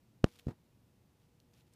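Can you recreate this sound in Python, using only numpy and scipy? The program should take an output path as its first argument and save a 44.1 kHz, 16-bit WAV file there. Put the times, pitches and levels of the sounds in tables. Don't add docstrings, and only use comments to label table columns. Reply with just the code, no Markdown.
import sys
import numpy as np
from scipy import signal
from scipy.fft import rfft, irfft
from scipy.io import wavfile

SR = 44100
rng = np.random.default_rng(int(sys.argv[2]) if len(sys.argv) > 2 else 0)


def int16_out(signal):
    q = np.round(np.clip(np.atleast_2d(signal).T, -1, 1) * 32767)
    wavfile.write(sys.argv[1], SR, q.astype(np.int16))


N = 77175
TIME_S = np.arange(N) / SR


def from_db(db):
    return 10 ** (np.asarray(db) / 20)


def unit_rms(x):
    return x / np.sqrt(np.mean(x ** 2) + 1e-20)


def one_pole(x, cutoff_hz, kind):
    return signal.sosfilt(signal.butter(1, cutoff_hz, kind, fs=SR, output="sos"), x + 1e-18)


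def bell(x, centre_hz, gain_db, q):
    omega = 2 * np.pi * centre_hz / SR
    half_gain = from_db(gain_db / 2)
    alpha = abs(np.sin(omega)) / (2 * q)
    b = [1 + alpha * half_gain, -2 * np.cos(omega), 1 - alpha * half_gain]
    a = [1 + alpha / half_gain, -2 * np.cos(omega), 1 - alpha / half_gain]
    return signal.lfilter(b, a, x + 1e-18)


def coloured(noise, spectrum):
    freq_hz, density_db = np.transpose(spectrum)
    bins_hz = np.maximum(np.arange(N // 2 + 1) * SR / N, 1)
    gain = from_db(np.interp(np.log(bins_hz), np.log(freq_hz), density_db))
    gain *= np.minimum(bins_hz / freq_hz[0], 1)
    return unit_rms(irfft(rfft(noise) * gain, N))


def decay(start_s, t60_s):
    return (TIME_S >= start_s) * np.exp(-np.log(1000) * np.abs(TIME_S - start_s) / t60_s)


def fans():
    # freq_hz, density_db
    air_spectrum = [(25, -10), (50, -6), (90, 0), (190, -3), (270, -5.5), (380, -14), (500, -15.5),
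                    (800, -20.5), (1600, -27), (2600, -27), (4000, -29.5), (5500, -31), (8000, -33.5),
                    (15000, -34.5)]
    # freq_hz, rms_db
    hum_partials = [(119.5, -79), (360, -89), (479.5, -85.5), (840, -96), (959, -96.5)]
    air_db, waver_db, waver_step_s = -69, 5, .15
    out = from_db(air_db) * coloured(rng.standard_normal(N), air_spectrum)
    for freq_hz, rms_db in hum_partials:
        waver = np.interp(TIME_S / waver_step_s, np.arange(100), rng.standard_normal(100))
        amplitude = np.sqrt(2) * from_db(rms_db + waver_db * waver)
        out += amplitude * np.sin(2 * np.pi * (freq_hz * TIME_S + rng.random()))
    return out


def knocks():
    # time_s, drive_db, brightness_hz, cushion_hz
    contacts = [(0.2428, -5, 1350, 12030), (0.4696, -15.5, 224, 416), (0.4838, -18.5, 256, 590),
                (0.492, -26.5, 387, 890), (0.501, -34, 400, 900)]
    # centre_hz, gain_db, q
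    case_response = [(265, -2, 0.62), (930, -15, 2.1), (1276, 2, 3), (2142, -13.5, 2.7), (3030, 7.5, 2.5),
                     (3560, -14.5, 7), (4560, -7.5, 36), (7400, -0.5, 12), (10600, -14.5, 4)]
    press_s, release_s, leak_hz = .0015, .0014, 63.5
    out = np.zeros(N)
    for time_s, drive_db, brightness_hz, cushion_hz in contacts:
        offset_s = np.abs(TIME_S - time_s)
        press = np.exp(-offset_s / press_s) * release_s / press_s
        release = -np.exp(-offset_s / release_s)
        pulse = one_pole(np.where(TIME_S < time_s, press, release), brightness_hz, "low")
        out += from_db(drive_db) * one_pole(pulse, cushion_hz, "low")
    for centre_hz, gain_db, q in case_response:
        out = bell(out, centre_hz, gain_db, q)
    return one_pole(out, leak_hz, "high")


def scuffs():
    # start_s, level_db, t60_s
    drags = [(0.243, -39.5, 0.071), (0.259, -48, 0.071), (0.479, -42, 0.12), (0.504, -49, .07)]
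    # freq_hz, density_db
    friction_spectrum = [(50, -13), (150, 3), (350, -2), (600, -11), (900, -9.5), (1250, -18), (1700, -21),
                         (3000, -28), (6000, -35.5), (14000, -45)]
    attack_s = .005
    envelope = np.zeros(N)
    for start_s, level_db, t60_s in drags:
        attack = np.clip((TIME_S - start_s) / attack_s, 0, 1)
        envelope += from_db(level_db) * attack * decay(start_s, t60_s)
    return envelope * coloured(rng.standard_normal(N), friction_spectrum)


def rustles():
    # start_s, length_s, level_db
    shifts = [(0.272, 0.038, -72), (0.313, 0.039, -69.5), (0.354, 0.012, -65.5), (0.369, 0.02, -73.5),
              (0.388, 0.012, -64.5), (0.403, 0.01, -71), (0.415, 0.067, -77.5), (1.194, .07, -84.5),
              (1.531, 0.095, -75.5), (1.668, .016, -80), (1.725, .03, -78)]
    # freq_hz, density_db
    grip_spectrum = [(300, -8.5), (800, -0.5), (1700, -3), (3000, 0.5), (5500, -3.5), (8000, -8),
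                     (12000, -9.5), (15000, -13)]
    edge_s, slips_per_s, spread_db, hiss_gain = .004, 2500, 4, 0.56
    sizes = from_db(spread_db * np.minimum(rng.exponential(1, N), 4))
    signs = rng.choice([-1, 1], N)
    slipping = rng.random(N) < slips_per_s / SR
    friction = unit_rms(sizes * signs * slipping) + hiss_gain * rng.standard_normal(N)
    envelope = np.zeros(N)
    for start_s, length_s, level_db in shifts:
        inside_s = np.minimum(TIME_S - start_s, start_s + length_s - TIME_S)
        envelope += from_db(level_db) * np.clip(inside_s / edge_s + .5, 0, 1)
    return envelope * coloured(friction, grip_spectrum)


def ticks():
    # start_s, level_db, pitch_hz
    case_ticks = [(0.287, -57.5, 2020), (0.324, -63, 5370), (0.339, -62, 3500), (0.3582, -61, 2590),
                  (0.366, -62, 2150), (0.3927, -52.5, 2380), (0.3967, -50, 2530), (0.4695, -63, 4500),
                  (1.401, -58, 4140), (1.539, -65, 5400), (1.6086, -65.5, 3660), (1.737, -61, 7400),
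                  (1.7402, -69, 7400)]
    out = np.zeros(N)
    for start_s, level_db, pitch_hz in case_ticks:
        noise = one_pole(rng.standard_normal(N), 0.67 * pitch_hz, "high")
        crackle = unit_rms(bell(noise, pitch_hz, gain_db=22.5, q=0.88))
        out += from_db(level_db) * decay(start_s, t60_s=0.0095) * crackle
    return out


def scene():
    return (fans() + knocks() + scuffs() + rustles() + ticks())[None]


def record(dry):
    rumble_cut_hz, top_cut_hz = 31, 15300
    thinned = one_pole(dry, rumble_cut_hz, "high")
    return signal.sosfilt(signal.ellip(12, .1, 80, top_cut_hz, fs=SR, output="sos"), thinned)


dry = scene()
out = record(dry)
int16_out(out)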